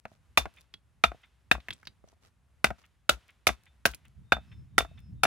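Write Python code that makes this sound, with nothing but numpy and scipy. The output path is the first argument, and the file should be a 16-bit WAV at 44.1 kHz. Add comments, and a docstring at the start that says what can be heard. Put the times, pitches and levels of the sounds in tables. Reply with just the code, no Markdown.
"""First a faint scrape of grit and a soft knock of stone on stone; then ten blows of a steel hammer on a slab's edge.
Each blow cracks, rings slab and steel in decaying modes, thumps the bare soil with a gliding tone and sprays noise grit.
The slab knocks back on the stone under it, and flakes tick down as short filtered noise.
A dry-stone wall stands close by; a far wall returns a faint smeared echo.
Behind the work: still air, a low rumble that swells late as filtered noise, and a bird far off in gliding whistles."""
import sys
import numpy as np
from scipy import signal
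from scipy.fft import rfft, irfft
from scipy.io import wavfile
from scipy.ndimage import uniform_filter1d, minimum_filter1d

SR = 44100
rng = np.random.default_rng(int(sys.argv[2]) if len(sys.argv) > 2 else 0)


def log_audio(samples):
    """Write samples as a 16-bit WAV file to the path given in sys.argv[1]."""
    # one column per channel
    frames = np.atleast_2d(samples).T
    # limit to full scale, then quantise
    limited = np.clip(frames, -1, 1)
    pcm = np.round(limited * 32767).astype(np.int16)
    wavfile.write(sys.argv[1], SR, pcm)


N = 231948
AGE = np.arange(int(.3 * SR)) / SR  # s since a short sound began
REF_SAMPLES = .01 * SR  # 10 ms, the reference length for the energy of a short sound


def undb(db):
    """Decibels to gain."""
    return 10 ** (np.asarray(db) / 20)


def unit(x):
    """Scale a short sound to the energy of 10 ms at 0 dB."""
    energy = np.mean(np.sum(x ** 2, axis=-1))
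    return x / np.sqrt(energy / REF_SAMPLES)


def fade(t60):
    """Exponential decay, 60 dB down after t60 seconds."""
    return np.exp(-np.log(1000) * AGE / t60)


def noise(size=len(AGE), width=0.26):
    """Stereo noise; width is side over mid."""
    mid, side = rng.standard_normal((2, size))
    return np.array([mid + width * side, mid - width * side])


def convolve(x, response):
    """Pass a sound through a response, keeping its length."""
    return signal.fftconvolve(np.atleast_2d(x), np.atleast_2d(response), axes=1)[:, :x.shape[-1]]


def colour(x, points):
    """Causal minimum-phase filter through (f/Hz, level/dB) points."""
    hz, db = np.transpose(points)
    size = 4096
    bins_hz = np.arange(size // 2 + 1) * SR / size
    curve_db = np.interp(np.log(bins_hz + 1), np.log(hz), db)
    # folding the cepstrum onto positive times makes the filter causal
    cepstrum = irfft(np.log(undb(curve_db)))
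    cepstrum[1:size // 2] *= 2
    cepstrum[size // 2 + 1:] = 0
    return convolve(x, irfft(np.exp(rfft(cepstrum))))


def add(out, s, sound):
    """Mix a sound in at time s."""
    start = max(int(s * SR), 0)
    part = sound[..., :max(N - start, 0)]
    out[:, start:start + part.shape[-1]] += part


def mode(hz, t60):
    """One decaying resonance."""
    return np.sin(2 * np.pi * hz * AGE) * fade(t60)


def walk(rate):
    """Slow chance with a spread near 1, drawn rate times a second and smoothed."""
    hold = int(SR / rate)
    steps = np.repeat(rng.standard_normal(N // hold + 1), hold)
    return 1.1 * uniform_filter1d(steps, hold)[:N]


# spectrum of the still air: f/Hz, level/dB
AIR_SPECTRUM = [(25, -22.5), (40, -11), (63, 4), (100, -8), (200, -18.5), (450, -27), (800, -26.5),
                (1350, -27), (2600, -32), (5000, -39.5), (11000, -39.5), (16000, -55)]
AIR_DB = -67.5  # mean level of the air, which wavers slowly


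def still_air():
    """The open place between the sounds: wide, soft noise that wavers slightly."""
    air = colour(noise(N, width=0.43), AIR_SPECTRUM)
    return undb(AIR_DB + 1.2 * walk(6)) * air / air.std()


# spectrum of the low rumble: f/Hz, level/dB
RUMBLE_SPECTRUM = [(30, -21), (65, 7.5), (130, 3), (200, -4.5), (300, -20.5), (500, -38.5), (1200, -59.5)]
# it swells once and stays up, around these levels
RUMBLE_QUIET_DB, RUMBLE_LOUD_DB, SWELL_START_S, SWELL_RISE_S = -74, -54, 3.65, 0.64
RUMBLE_UNREST_DB = 4.5  # spread of its quick rises and dips


def low_rumble():
    """Behind the far wall's echo, an uneven bass noise that swells late."""
    rumble = colour(noise(N, width=0.49), RUMBLE_SPECTRUM)
    since_s = np.arange(N) / SR - SWELL_START_S
    swell_db = np.interp(since_s, [0, SWELL_RISE_S], [RUMBLE_QUIET_DB, RUMBLE_LOUD_DB])
    return undb(swell_db + RUMBLE_UNREST_DB * walk(18)) * rumble / rumble.std()


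# low and high whistle: t/s into the phrase, length/s before blurring, start f/Hz, end f/Hz, relative level/dB
BIRD_NOTES = [(0, 0.28, 3652, 3687, -68), (0.242, 0.22, 5290, 5220, -73)]
BIRD_START_S, BIRD_PERIOD_S = 4.215, 0.47


def distant_bird():
    """A bird far off repeats two gliding whistles; many paths through the yard make them waver and linger."""
    out = np.zeros((2, N))
    for s, length, start_hz, end_hz, db in BIRD_NOTES:
        along = np.minimum(AGE / length, 1)
        hz = start_hz + (end_hz - start_hz) * along
        whistle = np.sin(np.pi * along) * np.sin(2 * np.pi * np.cumsum(hz) / SR)
        for phrase_s in np.arange(BIRD_START_S, N / SR, BIRD_PERIOD_S):
            blurred = convolve(whistle, noise() * fade(0.15))
            add(out, phrase_s + s - .015, undb(db - 10.0) * blurred / blurred.std())
    return out


# spectrum of the open-air tail: f/Hz, level/dB
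OPEN_AIR_SPECTRUM = [(100, 1), (600, -3), (1400, 0.5), (3400, -2), (4500, -8), (8000, -15), (12000, -17.5),
                     (16000, -28.5)]
# spectrum sent back by the far stone wall: f/Hz, level/dB
FAR_WALL_SPECTRUM = [(300, -9), (1000, 4), (2200, 14.5), (3400, 7.5), (4300, -8.5), (7000, -17),
                     (14000, -80)]


def surroundings(tail_db=-40.5, tail_t60=1.0, echo_db=-38.5, echo_s=.191):
    """Each blow leaves a faint open-air tail, and a far stone wall answers it with a soft smeared echo."""
    out, age = np.zeros((2, N)), np.arange(SR) / SR
    smear = np.sin(np.pi * np.minimum(AGE / 0.045, 1)) * fade(0.063)
    for s, force_db, _, _, _, balance_db, bright_db, _, steel_db in BLOWS:
        register_db = registers(force_db, balance_db, bright_db)
        power_db = 10 * np.log10(np.sum(undb(register_db) ** 2)) - 3
        tail = noise(SR) * undb(-60 * age / tail_t60) * np.minimum(age / .07, 1)
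        add(out, s + 0.046, undb(power_db + tail_db) * unit(colour(tail, OPEN_AIR_SPECTRUM)))
        # the echo carries both the ring of the steel and the crack of the stone
        steel_echo = unit(convolve(mode(3569, 0.13), noise() * smear))
        add(out, s + echo_s, undb(steel_db - 26.0) * steel_echo)
        stone_echo = unit(colour(noise() * smear, FAR_WALL_SPECTRUM))
        add(out, s + echo_s, undb(power_db + echo_db) * stone_echo)
    return out


# spectrum scattered by the close wall and loose stones: f/Hz, level/dB
YARD_SPECTRUM = [(80, -7.5), (200, 2), (500, -6.5), (1300, -2), (2800, -6), (6000, -4.5), (15000, -6)]


def stonework(x, near_db=-22, near_t60=0.11):
    """The close wall and the stones lying about scatter the sound."""
    scatter = noise() * fade(near_t60) * (1 - np.exp(-AGE / 0.019))
    near = undb(near_db) * unit(colour(scatter, YARD_SPECTRUM))
    return convolve(x, near / np.sqrt(REF_SAMPLES))


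# spectrum of a bump in the soil: f/Hz, level/dB
BUMP_SPECTRUM = [(35, -13), (70, 6), (140, 2), (260, -1.5), (450, -11.5), (900, -26.5), (2500, -55)]


def bump(t60=0.0067):
    """A stone settles into soft soil: a short, dull burst."""
    return unit(colour(noise(width=0.95) * fade(t60), BUMP_SPECTRUM))


def grit(envelope, spectrum, spread_db=4):
    """Dense grains of uneven size breaking or landing."""
    # each grain lasts 16 samples
    grains = np.repeat(rng.exponential(size=len(AGE)), 16)[:len(AGE)]
    sizes = undb(spread_db * np.minimum(grains, 4))
    return unit(colour(noise(width=.9) * sizes * envelope, spectrum))


# grit dragged under the slab or the glove: t/s, length/s, relative level/dB
SCRAPES_OF_GRIT = [(0.03, 0.16, -72.5), (0.524, 0.14, -73), (1.629, 0.27, -74), (2.038, 0.12, -73),
                   (2.206, 0.096, -67), (2.765, 0.074, -67.5)]
# spectrum of loose grit, dragged here and flying in hammering(): f/Hz, level/dB
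SPRAY_SPECTRUM = [(1000, 8.5), (3000, 2), (6000, 0), (9000, -5), (12000, -5.5), (13300, -11),
                  (15000, -14.5), (16500, -18)]


def scraping():
    """Grit is dragged as the slab is shifted: each stroke swells and dies away."""
    out = np.zeros((2, N))
    for s, length, db in SCRAPES_OF_GRIT:
        stroke = np.sin(np.pi * np.minimum(AGE / length, 1))
        longer = np.sqrt(length * SR / REF_SAMPLES)  # a long stroke carries more energy
        add(out, s, undb(db) * longer * grit(stroke, SPRAY_SPECTRUM, spread_db=5.5))
    return out


# flakes landing: t/s, pitch f/Hz, relative level/dB
FLAKES = [(0.5853, 2410, -57.5), (0.6097, 11100, -61), (0.7398, 3320, -45), (1.6033, 3300, -57),
          (1.685, 2090, -37.5), (1.7064, 3260, -35), (1.7277, 3500, -48), (1.7336, 8050, -50.5),
          (1.8303, 1670, -56), (1.8534, 4970, -59), (1.8719, 3900, -41), (2.0864, 5840, -66),
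          (3.9144, 12370, -53.5), (3.9368, 2520, -47), (3.9472, 10000, -45)]
FLAKE_HZ = 3000  # reference flake
TICK_DB, TICK_DB_PER_OCT = -18.5, 7.5  # tick relative to the flake's level; smaller flakes tick more
LANDING_DB, LANDING_DB_PER_OCT = -11.5, -3  # bump in the soil, likewise; smaller flakes bump less


def flakes():
    """Flakes tick, ring and bump the soil as they land; size sets the pitch and the balance."""
    out = np.zeros((2, N))
    for s, hz, db in FLAKES:
        octaves = np.log2(hz / FLAKE_HZ)
        shape = [(hz / 8, -19), (hz / 2, -8), (hz / 1.2, -5), (hz, 0), (hz * 1.25, -7), (hz * 2.2, -30)]
        add(out, s - .0005, undb(db) * unit(colour(noise() * fade(0.026), shape)))
        # a thin flake rings on briefly at its own pitch
        ring = unit(convolve(mode(hz, .055), noise() * fade(0.012)))
        add(out, s, undb(db - 10.5) * ring)
        tick = grit(fade(0.013), CRUNCH_SPECTRUM, spread_db=20)
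        add(out, s - .0005, undb(db + TICK_DB + TICK_DB_PER_OCT * octaves) * tick)
        add(out, s, undb(db + LANDING_DB + LANDING_DB_PER_OCT * octaves) * bump(t60=0.13))
    return out


CRUMB_DB = -44.5  # relative to the blow's crunch column
CRUMB_FLIGHT_S = (0.15, 0.23)  # shortest and longest flight


def crumbs(count=2):
    """A few crumbs fly from each blow and tick down a moment later."""
    out = np.zeros((2, N))
    spectrum = [(2500, -4), (11000, 0), (16000, -5)]  # f/Hz, level/dB
    for s, *_, crunch_db, _ in BLOWS:
        for flight_s in np.interp(rng.random(count), [0, 1], CRUMB_FLIGHT_S):
            add(out, s + flight_s, undb(crunch_db + CRUMB_DB) * grit(fade(.008), spectrum))
    return out


# modes of the slab: nominal f/Hz, level/dB before weighting, t60/s before damping
SLAB_MODES = [(216, -15, 0.07), (580, -7, 0.018), (696, 1, 0.023), (780, -14, 0.02), (1186, -9.5, 0.028),
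              (1418, -9, 0.032), (1604, -12.5, 0.068), (1980, -6, 0.0056), (2737, -3.5, 0.009),
              (2890, -11, 0.054), (3664, -6.5, 0.021), (3885, -13, .02), (4510, -15.5, 0.0083)]
# centres of the low, lower middle, upper middle and top registers: f/Hz
REGISTER_HZ = [700, 1400, 2400, 3600]


def slab(register_db, damping=1., scatter=0.21, scatter_t60=0.026, detune=0.032, dense_db=-9):
    """The place of contact weights the slab's modes; nearby stones scatter the push."""
    hz, db, t60 = np.transpose(SLAB_MODES)
    weight_db = db + np.interp(np.log(hz), np.log(REGISTER_HZ), register_db)
    push = scatter * noise(width=0.98) * fade(scatter_t60) * (1 - np.exp(-AGE / 0.0044))
    push[:, 0] -= 1  # the direct push comes first
    pitch = hz * (1 + detune * rng.uniform(-1, 1, len(hz)))
    # neighbouring modes swing in opposite senses at the point of contact
    swing = -np.cos(np.pi * np.arange(len(hz))) * undb(weight_db)
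    ring = sum(g * unit(convolve(push, mode(f, t / damping))) for f, g, t in zip(pitch, swing, t60))
    # countless weak modes fill the gaps between the strong ones
    below = (60, weight_db[0] - 0.5)
    above = [(9000, weight_db[-1] - 12.5), (16000, weight_db[-1] - 30)]
    dense = colour(noise() * fade(.045 / damping), [below, *zip(hz, weight_db), *above])
    return ring + undb(dense_db) * unit(dense) * np.sqrt(np.sum(undb(weight_db) ** 2))


def edge(hz, hold_s=.006, linger=0.098, linger_t60=0.036, wander=0.087):
    """The struck edge rings; reflections off stones beside it hold it up for a few ms and shift its phase."""
    phase = 2 * np.pi * hz * AGE + wander * np.cumsum(noise(width=0.52), axis=1)
    envelope = np.exp(-(AGE / hold_s) ** 2) + linger * fade(linger_t60)
    return -unit(np.sin(phase) * envelope)


CONTACT_ORDER = 6.6  # steepness of the fall above the contact cut-off
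SOIL_DB, SOIL_DB_PER_OCT = -0.5, -13.5  # bump in the soil under a soft touch; harder touches give less


def touch(db, contact_hz):
    """One touch of stone on stone: the softer it is, the duller the ring and the more goes into the soil."""
    register_db = db - 10 * np.log10(1 + (np.array(REGISTER_HZ) / contact_hz) ** CONTACT_ORDER)
    ring = undb(-1.43) * slab(register_db, damping=1.6, scatter=0.069, scatter_t60=0.02, dense_db=-6.0)
    rim = undb(register_db[1] - 5.0) * edge(1150, hold_s=0.0027, linger=0.11, linger_t60=0.018, wander=0.13)
    soil_db = db + SOIL_DB + SOIL_DB_PER_OCT * np.log2(contact_hz / SETTLE_HZ)
    return ring + rim + undb(soil_db) * bump()


# the slab drops back on its bed: t/s, relative level/dB, contact cut-off f/Hz, delay of the settling touch/s
KNOCKS_ON_BED = [(0.0538, -38, 1530, 0.063), (0.4563, -35, 1740, 0.0097), (1.118, -41, 1350, 0.028),
                 (1.5515, -36.5, 1508, 0.029), (2.0405, -51.5, 750, .035), (2.1288, -60, 892, 0.039),
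                 (2.6693, -38, 3940, 0.035), (2.7048, -30.5, 1430, .005), (3.1708, -61, 800, 0.0094),
                 (3.4905, -25, 2560, .011), (4.3679, -38, 1390, 0.015), (4.8061, -31, 2800, 0.019),
                 (4.8486, -38, 1200, 0.065), (5.2518, -21.5, 2200, .02)]
SETTLE_HZ, SETTLE_DB, SETTLE_DB_PER_S = 745, -4, -250  # the second touch is soft, and weaker the later it comes


def rocking():
    """Pressed by the hand, the slab drops back on the stone under it, then settles with a duller knock."""
    out = np.zeros((2, N))
    for s, db, contact_hz, settle_s in KNOCKS_ON_BED:
        add(out, s - .0003, touch(db, contact_hz))
        # a hard first knock spends most of the drop
        spent_db = -4.0 * max(np.log2(contact_hz / 1400), 0)
        settle_db = db + spent_db + SETTLE_DB + SETTLE_DB_PER_S * settle_s
        add(out, s + settle_s, touch(settle_db, SETTLE_HZ))
    return out


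# base levels at force 0 dB of the slab's low, middle and top registers
LOW_DB, MIDDLE_DB, TOP_DB = -24, -22, -24


def registers(force_db, balance_db, bright_db):
    """Levels of the slab's four registers: force lifts all, the place of contact trades one ring for the other."""
    lower_db, upper_db = MIDDLE_DB + balance_db / 2, MIDDLE_DB - balance_db / 2
    return force_db + np.array([LOW_DB, lower_db, upper_db, TOP_DB + bright_db])


def crack(hz=1550, t60=0.0048):
    """The sudden stop of the hammer head sends out one short wave."""
    return -unit(mode(hz, t60))


def thud(start_hz=200, end_hz=59, glide_s=0.009, peak_s=0.042, sharp=6, lead=0.21):
    """The soil takes the blow; its deepest part arrives last."""
    hz = end_hz + (start_hz - end_hz) * np.exp(-AGE / glide_s)
    swell = (AGE / peak_s * np.exp(1 - AGE / peak_s)) ** sharp + 1.2 * fade(0.11)
    phase = 2 * np.pi * np.cumsum(hz) / SR
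    return unit(np.array([1.25 * np.sin(phase), 0.68 * np.sin(phase + lead)]) * swell)


def crush():
    """The surface crumbles for a moment before the head meets solid stone."""
    onset = (AGE / 0.0035) ** 2 * fade(0.0055)
    trail = .25 * fade(0.045) * np.minimum(AGE / 0.0018, 1)
    return grit(onset + trail, CRUNCH_SPECTRUM, spread_db=5.5) * np.array([[.92], [1.06]])


def steel():
    """The hammer head rings in three modes, a little stronger on the right."""
    ring = unit(mode(3569, 0.13)) + undb(-32.5) * unit(mode(2600, 0.8)) + undb(-27.5) * unit(mode(4500, 0.11))
    return ring * np.array([[.8], [1.15]])


# hammer blows: t/s, force level/dB, hollow clack f/Hz, lower edge ring f/Hz, upper edge ring f/Hz,
# lower over upper ring level/dB, brightness level/dB, relative crunch level/dB, relative steel ring level/dB
BLOWS = [(0.3752, 1, 860, 1246, 2375, -3.5, -0.5, -24.5, -36),
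         (1.0395, 2, 860, 1354, 2405, 1, 3.5, -32.5, -40.5), (1.5144, 1, 790, 1716, 2532, -5, 2, -33, -49),
         (2.6441, -0.5, 740, 1515, 2223, -0.5, -3.5, -27.5, -55.5),
         (3.0939, -1.5, 610, 1480, 2833, 3.5, 10, -25, -52),
         (3.47, -1.5, 660, 1410, 2207, -6.5, -1.5, -23, -41.5),
         (3.8554, -2.5, 590, 1506, 2650, 8, -0.5, -24.5, -59), (4.3221, 0, 780, 1574, 2465, 7, 0, -41, -37),
         (4.782, -0.5, 725, 1414, 1922, 2, -3.5, -25, -35), (5.2351, 0, 700, 1445, 2490, 1, -5.5, -26, -42)]
# spectrum of breaking stone: f/Hz, level/dB
CRUNCH_SPECTRUM = [(1500, -9.5), (3500, -1), (5500, -3.5), (8000, -8.5), (11500, -5), (13300, -14),
                   (15000, -8), (16500, -20.5)]
CLACK_DB, THUD_DB = -26, -31  # hollow clack of slab on stone and thud in the ground, at force 0 dB
SPRAY_DB = -9.5  # flying grit, relative to the crunch column
PAN_DB = 2  # ring of the stone, left minus right


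def hammering():
    """Every blow crushes the edge, clacks the slab, rings stone and steel, thumps the soil and throws grit."""
    out = np.zeros((2, N))
    pan = undb(np.array([[PAN_DB], [-PAN_DB]]) / 2)
    for s, force_db, clack_hz, lower_hz, upper_hz, balance_db, bright_db, crunch_db, steel_db in BLOWS:
        register_db = registers(force_db, balance_db, bright_db)
        add(out, s - .0003, undb(-1.0) * pan * slab(register_db))
        add(out, s - .0003, undb(register_db[1] + 1.5) * pan * edge(lower_hz))
        add(out, s - .0003, undb(register_db[2] + 1.6) * pan * edge(upper_hz, hold_s=.0038, wander=0.13))
        clack = edge(clack_hz, hold_s=0.011, linger=0.066, linger_t60=.03, wander=0.066)
        add(out, s, undb(force_db + CLACK_DB) * clack)
        add(out, s - .0003, undb(register_db[1] - 10.5) * crack())
        add(out, s - .002, undb(crunch_db + 2.5) * crush())
        add(out, s, undb(steel_db + 9.0) * steel())
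        add(out, s, undb(force_db + THUD_DB) * thud())
        add(out, s, undb(register_db[0] - 11.0) * bump(t60=0.021))
        spray = grit(fade(0.12), SPRAY_SPECTRUM, spread_db=3.5)
        add(out, s + .012, undb(crunch_db + SPRAY_DB) * spray)
    return out


def scene():
    """The work on the stone, in its yard."""
    background = still_air() + low_rumble() + distant_bird()
    left, right = scraping() + flakes() + crumbs() + rocking() + hammering()
    # the sound reaches the left microphone port two samples later
    work = np.array([np.roll(left, 2), right])
    return background + surroundings() + stonework(work) + work


# treble colour of the microphone port: f/Hz, level/dB
PORT_RESPONSE = [(7000, 0), (8500, -1), (11500, -0.5), (13300, -5), (15000, -1.5), (16500, -2)]


def record(dry, ceiling=0.85, hold_s=0.0011):
    """The deepest bass is cut, the microphone port colours the treble, a fast limiter tames peaks, the top is cut."""
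    x = signal.sosfilt(signal.butter(3, 42, "high", fs=SR, output="sos"), dry)
    x = colour(x, PORT_RESPONSE)
    size = int(hold_s * SR)
    gain = np.minimum(1, ceiling / (np.abs(x) + 1e-9))
    gain = uniform_filter1d(minimum_filter1d(gain, size), size)
    top_cut = signal.ellip(8, .2, 70, 16000, fs=SR, output="sos")
    return signal.sosfilt(top_cut, x * gain)


dry = scene()
out = record(dry)
log_audio(out)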